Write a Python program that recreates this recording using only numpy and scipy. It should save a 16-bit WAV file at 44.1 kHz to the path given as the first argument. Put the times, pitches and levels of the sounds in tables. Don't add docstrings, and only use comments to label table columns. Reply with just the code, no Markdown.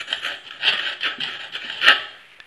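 import sys
import numpy as np
from scipy import signal
from scipy.io import wavfile
from scipy.ndimage import uniform_filter1d

SR = 44100
rng = np.random.default_rng(int(sys.argv[2]) if len(sys.argv) > 2 else 0)


def to_wav(sig):
    pcm = np.clip(np.atleast_2d(sig), -1, 1) * 32767
    pcm = np.round(pcm).astype(np.int16)
    wavfile.write(sys.argv[1], SR, pcm.T)


def volts(x):
    e = np.asarray(x, float) / 20
    return 10 ** e


N = 108486

# f/Hz, level/dB per Hz
SHEET_SPECTRUM = [(590, -15.5), (1000, -26), (1280, -10), (1510, -6.5), (1810, -2.5), (2100, -12.5),
                  (3240, 0), (3630, -10.5), (6000, -31.5), (7800, -49.5), (13200, -120)]


def evened(x):
    return x / np.sqrt(np.mean(x ** 2) + 1e-20)


def unit(x):
    return x / np.linalg.norm(x)


def filtered(x, order, hz, kind):
    return signal.sosfilt(signal.butter(order, hz, kind, fs=SR, output="sos"), x)


def coloured(x, points):
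    hz = np.maximum(np.fft.rfftfreq(4096, 1 / SR), 1)
    f, db = np.transpose(points)
    octaves_out = np.log2(np.maximum(f[0] / hz, 1)) + np.log2(np.maximum(hz / f[-1], 1))
    level_db = np.interp(np.log(hz), np.log(f), db) - 40 * octaves_out
    log_gain = np.log(volts(np.maximum(level_db, -100)))
    full = np.concatenate([log_gain, log_gain[-2:0:-1]])
    taps = np.fft.ifft(np.exp(np.conj(signal.hilbert(full)))).real
    return signal.oaconvolve(x, unit(taps))[:len(x)]


def add(mix, s, sound):
    part = mix[max(round(s * SR), 0):][:len(sound)]
    part += sound[:len(part)]


def rings(modes, t):
    return sum(volts(db - 60 * t / max(t60, .004)) * np.sin(2 * np.pi * hz * t) for hz, db, t60 in modes)


def workshop_air():
    # f/Hz, level/dB per Hz
    air_spectrum = [(18, -20), (30, 7), (55, -20), (443, -7), (966, -8), (1720, 0.5), (2510, -8.5),
                    (4480, -32), (12300, -21), (15900, -56), (22000, -120)]
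    return volts(-55) * evened(coloured(rng.standard_normal(N), air_spectrum))


def hand_bumps():
    # t/s, level/dB, f/Hz, t60/s
    bumps = [
        (0.109, -36, 278, 0.063),
        (0.679, -45, 154, 0.23),
        (0.729, -36.5, 200, 0.1),
        (1.05, -40, 311, 0.2),
        (1.18, -31, 248.5, 0.14),
        (1.202, -40, 150, .3),
        (1.26, -44, 240, 0.22),
        (1.641, -39.5, 243, .15),
        (1.98, -52.5, 111.6, 0.48),
        (2.385, -43, 560, 0.033),
    ]
    out, t = np.zeros(N), np.arange(SR // 3) / SR
    soft_onset = np.minimum(t / 0.0044, 1)
    for s, db, hz, t60 in bumps:
        add(out, s, rings([(hz, db, t60), (hz * 1.555, db - 1, t60 * 0.39)], t) * soft_onset)
    return out


def part_tick():
    # f/Hz, level/dB, t60/s
    tick_modes = [(1735, -3, .03), (2650, 7, .005), (3420, -2, .016), (1760, -15, .15)]
    tick_s, tick_db, crack_db, crack_decay_s = 2.402, -29, -42, .0012
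    out, t = np.zeros(N), np.arange(SR // 3) / SR
    crack = evened(coloured(rng.standard_normal(len(t)), SHEET_SPECTRUM))
    add(out, tick_s, volts(tick_db) * rings(tick_modes, t) * np.minimum(t / .00015, 1))
    add(out, tick_s, volts(crack_db) * crack * np.exp(-t / crack_decay_s))
    return out


def hand_rustle():
    # t/s, level/dB
    rustle_level = [(2.05, -112), (2.199, -54.5), (2.331, -49.5), (2.4, -55), (2.46, -50.5)]
    centre_hz, width_hz = 2480, 1120
    rub = evened(filtered(grit(), 2, [centre_hz - width_hz / 2, centre_hz + width_hz / 2], "band"))
    s, db = np.transpose(rustle_level)
    return rub * volts(np.interp(np.arange(N) / SR, s, db, left=-90))


def hand_drag(dull):
    rumble = filtered(rng.standard_normal(N), 2, [74, 200], "band")
    return volts(-60) * evened(rumble * uniform_filter1d(dull + 1e-4, 3000) ** 0.36)


def grit():
    grains_per_s, spread_db, chatter_db, chatter_s = 7000, 3, 1.5, 0.0033
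    size = volts(spread_db * np.minimum(rng.exponential(1, N), 5)) * rng.choice([-1., 1.], N)
    grains = size * (rng.random(N) < grains_per_s / SR)
    span = max(round(chatter_s * SR), 2)
    chatter = evened(uniform_filter1d(uniform_filter1d(rng.standard_normal(N), span), span))
    return evened(grains * volts(chatter_db * chatter))


def snags():
    # t/s, level/dB
    catches = [(.129, -7.5), (.233, -23), (.249, -15), (.509, -20.5), (.632, -14), (0.652, -15),
               (.735, -11.5), (.778, -13.5), (1.009, -16), (1.032, -10), (1.206, -16), (1.235, -9),
               (1.62, -24.5), (1.7, -17), (1.816, -15.5)]
    snag_db, decay_s = -13.5, 0.0022
    out, t = np.zeros(N), np.arange(1200) / SR
    for s, db in catches:
        burst = rng.standard_normal(len(t)) * np.exp(-t / decay_s)
        add(out, s - .001, 4 * volts(db + snag_db) * burst)
    return out


def pressure():
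    # start t/s, strongest t/s, end t/s, pressure level/dB, brightness tilt/dB
    strokes = [(-.02, -0.001, 0.023, -25.5, -1), (0.071, 0.115, .2, -27.5, -2),
               (0.215, 0.253, 0.31, -24, -3), (0.307, 0.318, 0.37, -30.5, -2),
               (0.436, 0.478, 0.49, -34, 1.5), (0.518, 0.49, 0.6, -38, -0.5), (.595, 0.639, .655, -29, 0.5),
               (0.639, 0.69, .703, -11, 1), (0.723, 0.727, 0.76, -17, -6), (0.788, 0.783, .84, -24, -0.5),
               (0.816, 0.876, .94, -24.5, -0.5), (1.009, 1.001, 1.039, -32, 5.5),
               (1.03, 1.065, 1.085, -17, -2), (1.085, 1.122, 1.15, -38, -11.5),
               (1.202, 1.217, 1.232, -24, 2), (1.236, 1.24, 1.306, -25.5, -0.5),
               (1.275, 1.28, 1.375, -28.5, -2.5), (1.392, 1.411, 1.465, -32, 0),
               (1.432, 1.45, 1.485, -32.5, -5), (1.521, 1.561, 1.57, -22, 0),
               (1.601, 1.649, 1.695, -31, 1.5), (1.685, 1.725, 1.94, -29.5, -1),
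               (1.813, 1.84, 1.86, -18, 1.5), (1.827, 1.885, 1.925, -9.5, -3.5)]
    rise_db_per_s, lift_off_db = 255, -9
    t, dull, bright = np.arange(N) / SR, np.zeros(N), np.zeros(N)
    for start, top, end, db, tilt_db in strokes:
        times = [start - .001, start, top, end, end + 0.0085]
        levels = [-60, -rise_db_per_s * (top - start), 0, lift_off_db, -60]
        shape = volts(db + np.interp(t, times, levels))
        dull += (shape * volts(-tilt_db)) ** 2
        bright += (shape * volts(tilt_db)) ** 2
    return np.sqrt(dull), np.sqrt(bright)


def panel():
    # f/Hz, level/dB per Hz
    fizz_spectrum = [(3410, -35), (5800, -3), (7740, 1.5), (9390, -13.5), (9940, -1.5), (10500, -5.5),
                     (10900, -13), (11600, -6.5), (12300, -33), (15900, -47), (22000, -120)]
    # f/Hz, level/dB per Hz
    cabinet_spectrum = [(140, -30.5), (230, -9.5), (296, 1), (329, -15), (363, 4), (496, -6.5), (842, -1.5),
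                        (1000, -9.5), (1300, -53), (2200, -120)]
    # f/Hz, level/dB, t60/s
    panel_modes = [(2350, -6, .12), (1297, -5, .35), (1661, -10, .25), (1748, -7, .36), (1845, -4, .3),
                   (1905, -5, .25), (2600, -3, .15), (2833, -7, .25), (2983, -4, .35), (3144, -1, .36),
                   (3290, -3, .14), (3460, -9, .2), (3711, -11, .2), (4554, -15, .25)]
    scratch_t60, ring_t60, room_t60 = 0.021, 0.23, 0.7
    scratch_db, ring_db, room_db, direct_db = -0.5, -3.5, -7.5, -3
    t = np.arange(SR) / SR
    scratch, ring, room = rng.standard_normal((3, SR))
    dense = volts(scratch_db) * unit(scratch * volts(-60 * t / scratch_t60))
    dense += volts(ring_db) * unit(ring * volts(-60 * t / ring_t60))
    dense += volts(room_db) * unit(room * volts(-60 * t / room_t60) * np.minimum(t / 0.012, 1))
    dense += volts(direct_db) * (t == 0)
    sheet = unit(unit(coloured(dense, SHEET_SPECTRUM)) + volts(-10) * unit(rings(panel_modes, t)))
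    low = signal.sosfiltfilt(signal.butter(2, 1900, fs=SR, output="sos"), sheet)
    fizz = volts(-28) * unit(coloured(dense, fizz_spectrum))
    cabinet = volts(-17) * unit(coloured(dense, cabinet_spectrum))
    return low, sheet - low, fizz, cabinet


def sanding(dull, bright):
    fresh_db, fresh_s = 9, 0.29
    wander_s = 0.08903
    now, out = np.arange(N) / SR, np.zeros(N)
    grains, catches = grit(), snags()
    mean = np.sqrt(dull * bright) / volts(-30)
    fizz = volts(-28.5 + fresh_db * (now < fresh_s)) * mean ** 0.77
    boom = volts(-30) * mean ** 0.7
    drives = [grains * p + catches for p in (dull, bright, fizz)] + [grains * boom]
    for spot in range(3):
        share = np.sqrt(2 / 3) * np.sin(np.pi * (now / (3 * wander_s) + spot / 3))
        for drive, body in zip(drives, panel()):
            out += signal.oaconvolve(share * drive, body)[:N]
    return filtered(out, 4, 240, "high")


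def scene():
    dull, bright = pressure()
    handling = hand_bumps() + part_tick() + hand_rustle() + hand_drag(dull)
    return (workshop_air() + handling + sanding(dull, bright))[None]


def thinned_treble(x):
    from_hz = 5500
    hz, t, z = signal.stft(x, SR, nperseg=2048, noverlap=1536)
    power = uniform_filter1d(abs(z) ** 2, size=5, axis=2) + 1e-16
    power_db = 10 * np.log10(power)
    loud_db = 10 * np.log10(power[:, 50:180].mean(1, keepdims=True))
    near_db = 1.2 + uniform_filter1d(power_db, size=91, axis=1)
    patches = rng.standard_normal((65, len(t) // 7 + 1))
    chance = np.repeat(np.repeat(patches, 16, axis=0), 7, axis=1)[:len(hz), :len(t)]
    margin_db = -14 + .55 * (loud_db + 76) + 1.7 * (hz[:, None] - from_hz) / 1000
    margin_db = np.minimum(margin_db, 4.5) + 2.5 * chance
    keep = (hz[:, None] < from_hz) | (power_db > near_db + margin_db)
    return signal.istft(z * keep, SR, nperseg=2048, noverlap=1536)[1][:, :N]


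def roll_off(x):
    return signal.sosfilt(signal.butter(12, 12410, fs=SR, output="sos"), x)


def record(dry):
    x = thinned_treble(filtered(dry, 4, 75, "high"))
    return roll_off(x - .0007)


dry = scene()
out = record(dry)
to_wav(out)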